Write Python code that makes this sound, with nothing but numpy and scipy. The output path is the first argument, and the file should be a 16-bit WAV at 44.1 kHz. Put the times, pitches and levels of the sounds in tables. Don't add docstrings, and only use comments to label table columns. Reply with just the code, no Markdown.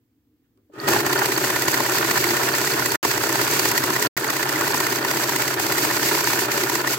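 import sys
import numpy as np
from scipy import signal
from scipy.fft import rfft, irfft, next_fast_len
from scipy.io import wavfile
from scipy.ndimage import uniform_filter1d

SR = 44100
rng = np.random.default_rng(int(sys.argv[2]) if len(sys.argv) > 2 else 0)


def wrap_up_sound(samples):
    columns = np.atleast_2d(samples).T
    tamed = np.clip(columns, -1, 1)
    steps = np.round(tamed * 32767).astype(np.int16)
    wavfile.write(sys.argv[1], SR, steps)


def gain_from_db(level_db):
    decades = np.asarray(level_db, float) / 20
    return 10 ** decades


N = 307818
FIRST_NOTE_S = .875

# frequency in Hz, density in dB per Hz.
PAPER_COLOUR = [(1300, -12), (2200, -1), (2750, -1), (3240, -7.5), (4700, -.6), (5410, -3.5), (6170, -2.5),
                (8170, -4.5), (8650, -5.5), (9550, -14), (11900, -3.5), (14000, -6), (16200, -7)]
# start in seconds, end in seconds.
DROPOUTS = [(2.9575, 3.0286), (4.0728, 4.1667)]
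# centre in seconds, depth in dB, half length in seconds.
EMPTY_PATH = [(1.03, -4, 0.028), (5.02, -9, 0.034), (5.575, -10, 0.03), (6.487, -9, 0.028),
              (6.845, -7, 0.028), (6.965, -7, .015)]


def bins():
    return np.arange(next_fast_len(N) // 2 + 1) * SR / next_fast_len(N)


def on_log(table, hz):
    f, v = np.transpose(table)
    return np.interp(np.log(hz + 1), np.log(f + 1), v)


def shape(x, table):
    size = next_fast_len(N)
    y = irfft(rfft(x, size) * gain_from_db(on_log(table, bins())), size)[..., :N]
    return y / np.sqrt(np.mean(y ** 2))


def noise():
    # frequency in Hz, left-right likeness from 0 to 1.
    likeness = [(60, .92), (130, .96), (330, .95), (550, .85), (900, .65), (1250, .3), (1900, .55),
                (3000, .25), (9000, .2)]
    # frequency in Hz, left minus right in dB.
    tilt = [(60, 3), (110, 0.5), (200, -0.5), (380, 0), (700, 7.5), (1290, -3), (2380, -2.5), (4400, -4),
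            (8120, -3), (15000, 1)]
    # frequency in Hz, lead of the left port in radians.
    lead = [(300, 0), (600, .6), (950, -1.3), (1380, 1.5), (1890, -.3), (3010, 3.1), (4480, 13.4),
            (16000, 27)]
    size = next_fast_len(N)
    like = on_log(likeness, bins())
    mid, side = rfft(rng.standard_normal((2, size)))
    opposite = np.array([[1], [-1]])
    pair = (np.sqrt(1 + like) * mid + np.sqrt(1 - like) * side * opposite) / np.sqrt(2)
    port = gain_from_db(on_log(tilt, bins()) / 2) * np.exp(.5j * on_log(lead, bins()))
    return irfft(pair * [port, 1 / port], size)[:, :N]


def ring(x, modes):
    y = 0
    for k, (hz, width, db) in enumerate(modes):
        b, a = signal.iirpeak(hz, hz / width, SR)
        y = y + (-1) ** k * gain_from_db(db) * signal.lfilter(b, a, x)
    return y / np.sqrt(sum(gain_from_db(2 * db) * width * np.pi / SR for hz, width, db in modes))


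def even(x, modes, over_s):
    y = ring(ring(x, modes), modes)
    return y / np.sqrt(uniform_filter1d(np.mean(y ** 2, axis=0), int(over_s * SR)) + 1e-12)


def bursts(s, db, rise, fall):
    spikes = np.zeros(N)
    np.add.at(spikes, np.clip((np.asarray(s) * SR).astype(int), 0, N - 1), gain_from_db(db))
    after = signal.lfilter([1], [1, -np.exp(-1 / (abs(fall) * SR))], spikes)
    before = signal.lfilter([1], [1, -np.exp(-1 / (abs(rise) * SR))], spikes[::-1])[::-1]
    return after + before - spikes


def walk(rate):
    k = int(SR / rate)
    held = np.repeat(rng.standard_normal(N // k + 1), k)
    return 1.11 * uniform_filter1d(held, k)[:N]


def grain(rate, spread_db, smear_s):
    hits = (rng.random(N) < rate / SR) * gain_from_db(spread_db * rng.exponential(size=N))
    env = signal.lfilter([1], [1, -np.exp(-1 / (smear_s * SR))], hits)
    return env / np.sqrt(np.mean(env ** 2))


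def bump(s, half_s):
    marks = np.zeros(N)
    marks[np.clip((s * SR).astype(int), 0, N - 1)] = 2 * half_s * SR
    return uniform_filter1d(uniform_filter1d(marks, int(2 * half_s * SR)), int(half_s * SR / 2))


def turns():
    # tick in seconds, turns made, seconds from the tick to the slap.
    roller_clock = [(.801, 0, .012), (.875, 1, .010), (.991, 3, .015), (1.114, 5, .016), (1.366, 9, .017),
                    (1.973, 19, .011), (2.29, 24, .018), (3.099, 36, .016), (3.883, 49, .017),
                    (4.413, 56, .017), (4.785, 62, .020), (5.212, 69, .022), (5.402, 72, .020),
                    (5.643, 76, .019), (5.891, 80, .019), (6.251, 86, .018), (6.501, 90, .017),
                    (6.921, 97, .015)]
    s, count, lag = np.transpose(roller_clock)
    machine_s = s - sum((s > start) * (end - start) for start, end in DROPOUTS)
    whole = np.arange(count[-1] + 1)
    tick = np.interp(whole, count, machine_s)
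    moments = np.array([tick, tick + np.interp(whole, count, lag)])
    for start, end in DROPOUTS:
        moments = moments + (moments > start) * (end - start)
    return moments


def accent(s, db, rows):
    s, db, rows = np.array(s), np.array(db), np.array(rows)
    near = np.argmin(abs(s[:, None] - rows[:, 0]), axis=0)
    s[near], db[near] = rows[:, 0], rows[:, 1:]
    return s, db


def room():
    # frequency in Hz, density in dB per Hz.
    tone_colour = [(18, -30), (30, -15), (108, -4), (202, -18), (237, -5.5), (299, -1.5), (369, -18),
                   (479, -16), (546, -31), (921, -31), (8060, -40.5), (9430, -43), (15500, -31)]
    return shape(noise() * gain_from_db(1.5 * walk(2.2)), tone_colour) * gain_from_db(-65)


def touches():
    # time in seconds, level in dB, length in seconds, frequency in Hz.
    knocks_at_start = [(.445, -79, .04, 1700), (.445, -80, .03, 2700), (.578, -62, .03, 380),
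                       (.577, -71, .02, 1100), (.575, -69, .002, 2600), (.575, -68, .002, 4800),
                       (.575, -68, .002, 8000), (.701, -50, .015, 370), (.445, -88, .03, 6000),
                       (.737, -58, .004, 7000), (.812, -38, .025, 350), (.965, -12, .003, 1500),
                       (1.012, -19, .008, 350)]
    x = noise()
    y = 0
    for s, db, long, hz in knocks_at_start:
        y = y + even(x, [(hz, hz * 0.35, 0)], 0.0033) * bursts([s], [db], long / 4, long)
    return y


def gears():
    # frequency in Hz, width in Hz, level in dB.
    housing = [(303.3, 51.6, -2.5), (339.5, 44.3, 2), (402.6, 82, -3), (573, 50, -10), (956, 145, -5.5),
               (1437, 158, -5), (1807, 92, -5), (2500, 1100, -17), (172, 64, -21)]
    grip = bump(turns()[1, 1:] + .015, .0075)
    empty = np.arange(N) < FIRST_NOTE_S * SR
    teeth = noise()
    low = ring(teeth * gain_from_db(walk(30)), housing[:3] + housing[-1:])
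    rattle = grain(1200, 1.2, .002) * gain_from_db(walk(40) - 5 * grip - 5 * empty)
    high = ring(teeth * rattle, housing[3:-1])
    return gain_from_db(-0.5) * low + gain_from_db(-1.0) * high


def motor():
    # frequency in Hz, width in Hz, level in dB.
    whine_modes = [(1254, 52, -4), (1884, 67, 1), (2420, 350, -20)]
    t = np.arange(N) / SR
    hum = even(noise(), [(133, 24, 4), (89.5, 180, -9)], .1) * gain_from_db(walk(14))
    x = noise()
    whine = even(x, whine_modes[::2], .02)
    whine = whine + even(x, whine_modes[1:2], 0.023) * (t > .772)
    return gain_from_db(-15.0) * hum + gain_from_db(-9.5) * whine * (t < FIRST_NOTE_S)


def rustle(rustle_db):
    t = np.arange(N) / SR
    thin_db = sum(db * np.exp(-((t - s) / half) ** 4) for s, db, half in EMPTY_PATH)
    hiss = noise() * gain_from_db(2.3 * walk(40))
    crinkle = noise() * grain(400, 1.9, 0.0024)
    return gain_from_db(rustle_db + thin_db) * shape(hiss + gain_from_db(-9.0) * crinkle, PAPER_COLOUR)


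def roller():
    # time in seconds, level in dB.
    catches = [(.801, -27), (.875, -26), (.991, -21), (1.178, -24), (1.365, -19), (1.734, -21),
               (1.973, -22), (2.034, -33), (2.162, -22), (2.29, -19), (2.538, -19.5), (2.658, -25),
               (2.72, -20), (2.906, -21), (3.099, -25), (3.701, -25), (3.762, -25), (4.069, -24),
               (4.285, -24), (4.722, -22), (4.844, -22), (4.906, -24), (4.968, -26), (5.028, -24.5),
               (5.828, -27), (6.191, -26), (6.251, -21), (6.438, -24), (6.741, -29), (6.8, -24)]
    s = turns()[0]
    faint_db = -29 - 7 * abs(rng.standard_normal((len(s), 1)))
    s, db = accent(s, faint_db, catches)
    t = np.arange(N) / SR
    chirp = np.sin(2 * np.pi * 4550 * t + 3 * walk(48))
    tick = uniform_filter1d(bursts(s, db[:, 0] + 8.0, 0.0003, 0.0011), 40) * chirp
    cam_db = -30.0 + 1.1 * rng.standard_normal(len(s) - 2)
    cam = even(noise(), [(1440, 210, 2), (1656, 40, 5.5)], 0.0017)
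    cam = cam * bursts(s[2:] - .003, cam_db, 0.0027, 0.0078)
    return tick * gain_from_db(np.array([[-7.0], [2.5]])) + cam


def stack():
    # ordinary level in dB, scatter in dB.
    ordinary = [(-25.5, 2.5), (-25, 2.2), (-23.7, 1.2), (-30.5, 3), (-29.5, 2.5)]
    slip_db = [-7, -6, -4, -14, -20]
    # time in seconds, low ring, high ring
    # and crack in dB.
    marked_slaps = [(.887, -19, -23, -21), (.936, -21, -25, -24), (1.131, -24, -22, -20), (1.193, -24, -22, -24),
                    (1.259, -23, -24, -21), (1.38, -20, -26, -23), (1.684, -24, -22, -20), (1.744, -28, -20, -22),
                    (2.113, -25, -23, -20), (2.179, -21, -24, -22), (2.243, -29, -21, -22), (2.309, -21, -22, -25),
                    (2.675, -24, -21, -23), (2.797, -21, -23, -24), (2.861, -25, -22, -20), (3.052, -16, -30, -22),
                    (3.115, -30, -20, -22), (3.596, -21, -29, -18), (3.656, -21, -23, -21), (3.717, -21, -23, -22),
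                    (3.779, -32, -19, -18), (3.84, -20, -24, -23), (3.964, -22, -20, -25), (4.026, -22, -21, -20),
                    (4.746, -20, -29, -24), (4.805, -19, -26, -22), (5.05, -20, -22, -26), (5.784, -26, -21, -21),
                    (6.755, -25, -22, -22), (6.876, -24, -18, -24),
                    (1.447, -25, -23, -26), (3.294, -25, -24, -24), (3.905, -20, -28, -26),
               (4.246, -24, -24, -26), (4.56, -26, -21, -28), (4.612, -22, -23, -25),
               (5.241, -22, -27, -26), (5.599, -23, -26, -23), (5.667, -26, -29, -25),
               (5.724, -27, -26, -21), (6.274, -23, -24, -23)]
    # time of the slap in seconds, level in dB.
    hard_knocks = [(.887, -23), (.936, -17), (1.193, -14), (1.865, -23), (1.925, -22), (2.243, -20),
                   (2.309, -21), (2.493, -23), (2.797, -21), (2.923, -22), (4.026, -23), (4.426, -22),
                   (4.612, -20), (4.675, -20), (5.297, -23), (6.391, -20), (6.638, -22)]
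    # time of the slap in seconds, level in dB.
    sharp_flicks = [(1.684, -22), (1.744, -24), (1.865, -24), (3.474, -22), (3.656, -19), (4.49, -24),
                    (4.746, -22), (6.208, -21), (6.274, -24), (6.876, -24)]
    s = turns()[1, 1:]
    chance = rng.standard_normal((len(s), 6))
    level, scatter = np.transpose(ordinary)
    gap_distance = abs(s[:, None] + .03 - np.transpose(EMPTY_PATH)[0])
    slipped = np.min(gap_distance, axis=1) < .02
    db = level + scatter * chance[:, 1:] + np.outer(slipped, slip_db)
    slap_s, slap_db = accent(s + .0015 * chance[:, 0], db[:, :3], marked_slaps)
    knock_db = accent(s, db[:, 3:4], hard_knocks)[1][:, 0]
    flick_db = accent(s, db[:, 4:], sharp_flicks)[1][:, 0]
    return slap_s, *slap_db.T, knock_db, flick_db


def slap(s, low_db, high_db, crack_db):
    # frequency in Hz, width in Hz, level in dB.
    tray = [(965, 290, -3), (1930, 160, 0), (300, 320, 0)]
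    x = noise()
    thud = even(x, tray[:1], 0.0016) * bursts(s + 0.00076, low_db + 3.5, 0.0025, 0.0035)
    thud += even(x, tray[1:2], 0.0012) * bursts(s + 0.00057, high_db + 2.5, 0.0025, 0.0035)
    thud += even(x, tray[2:], 0.014) * bursts(s + 0.0014, low_db - 8.0, 0.0083, 0.009)
    drag = even(x, [(1750, 200, 0)], .005) * bursts(s - .008, high_db - 4, .005, .004)
    crack = shape(noise(), PAPER_COLOUR) * bursts(s - .001, crack_db + 5.5, .0028, .005)
    return thud + drag + crack


def edge(s, crack_db, flick_db):
    x = noise()
    swish = even(x, [(12600, 8700, 0)], .002) * bursts(s + .023, crack_db - 7.5, 0.0043, 0.006)
    flick = even(x, [(6300, 1800, 0), (8200, 1500, 0), (12000, 2500, -3)], .002)
    return swish + flick * bursts(s + .033, flick_db + 4, .0007, .0025)


def knock(s, knock_db):
    # frequency in Hz, width in Hz, level in dB.
    panel = [(838, 185, -0.31), (1550, 510, -0.69)]
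    return even(noise(), panel, 0.0017) * bursts(s + .028, knock_db, 0.005, 0.005)


def notes():
    s, low_db, high_db, crack_db, knock_db, flick_db = stack()
    return slap(s, low_db, high_db, crack_db) + edge(s, crack_db, flick_db) + knock(s, knock_db)


def scene():
    # time in seconds, drive rumble in dB, paper rustle in dB.
    spin_up = [(.70, -83, -90), (.74, -43.5, -63), (.78, -35.5, -58), (.805, -32.5, -42),
               (.87, -22.5, -32.5), (.88, -19.5, -20.5), (.955, -18.5, -23.5), (1.02, -24.5, -29),
               (1.08, -22.5, -27.5)]
    steady_run = [(1.65, -23.5, -24.5), (2.2, -22.5, -25), (3.035, -25, -25.5), (3.55, -23, -24),
                  (4.25, -25.5, -28.5), (4.71, -24, -26), (5.5, -25, -26), (6.15, -23.5, -23.5),
                  (6.93, -25.5, -26.5)]
    s, *columns = np.transpose(np.vstack([spin_up, steady_run]))
    rumble_db, rustle_db = (np.interp(np.arange(N) / SR, s, c, left=-120) for c in columns)
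    drive = gain_from_db(rumble_db) * (gears() + motor())
    return room() + touches() + drive + rustle(rustle_db) + roller() + notes()


def band_limit(x):
    return signal.sosfilt(signal.butter(12, 16400, fs=SR, output="sos"), x)


def record(dry):
    x = signal.sosfilt(signal.butter(2, 55., "high", fs=SR, output="sos"), dry)
    x = signal.sosfilt(signal.ellip(10, .3, 70, 15850, fs=SR, output="sos"), x)
    t = np.arange(N) / SR
    fade_s = .0018
    for start, end in DROPOUTS:
        x = x * np.where(t < end, np.exp(-np.clip(t - start, 0, 1) / fade_s), 1)
    return band_limit(x)


dry = scene()
out = record(dry)
wrap_up_sound(out)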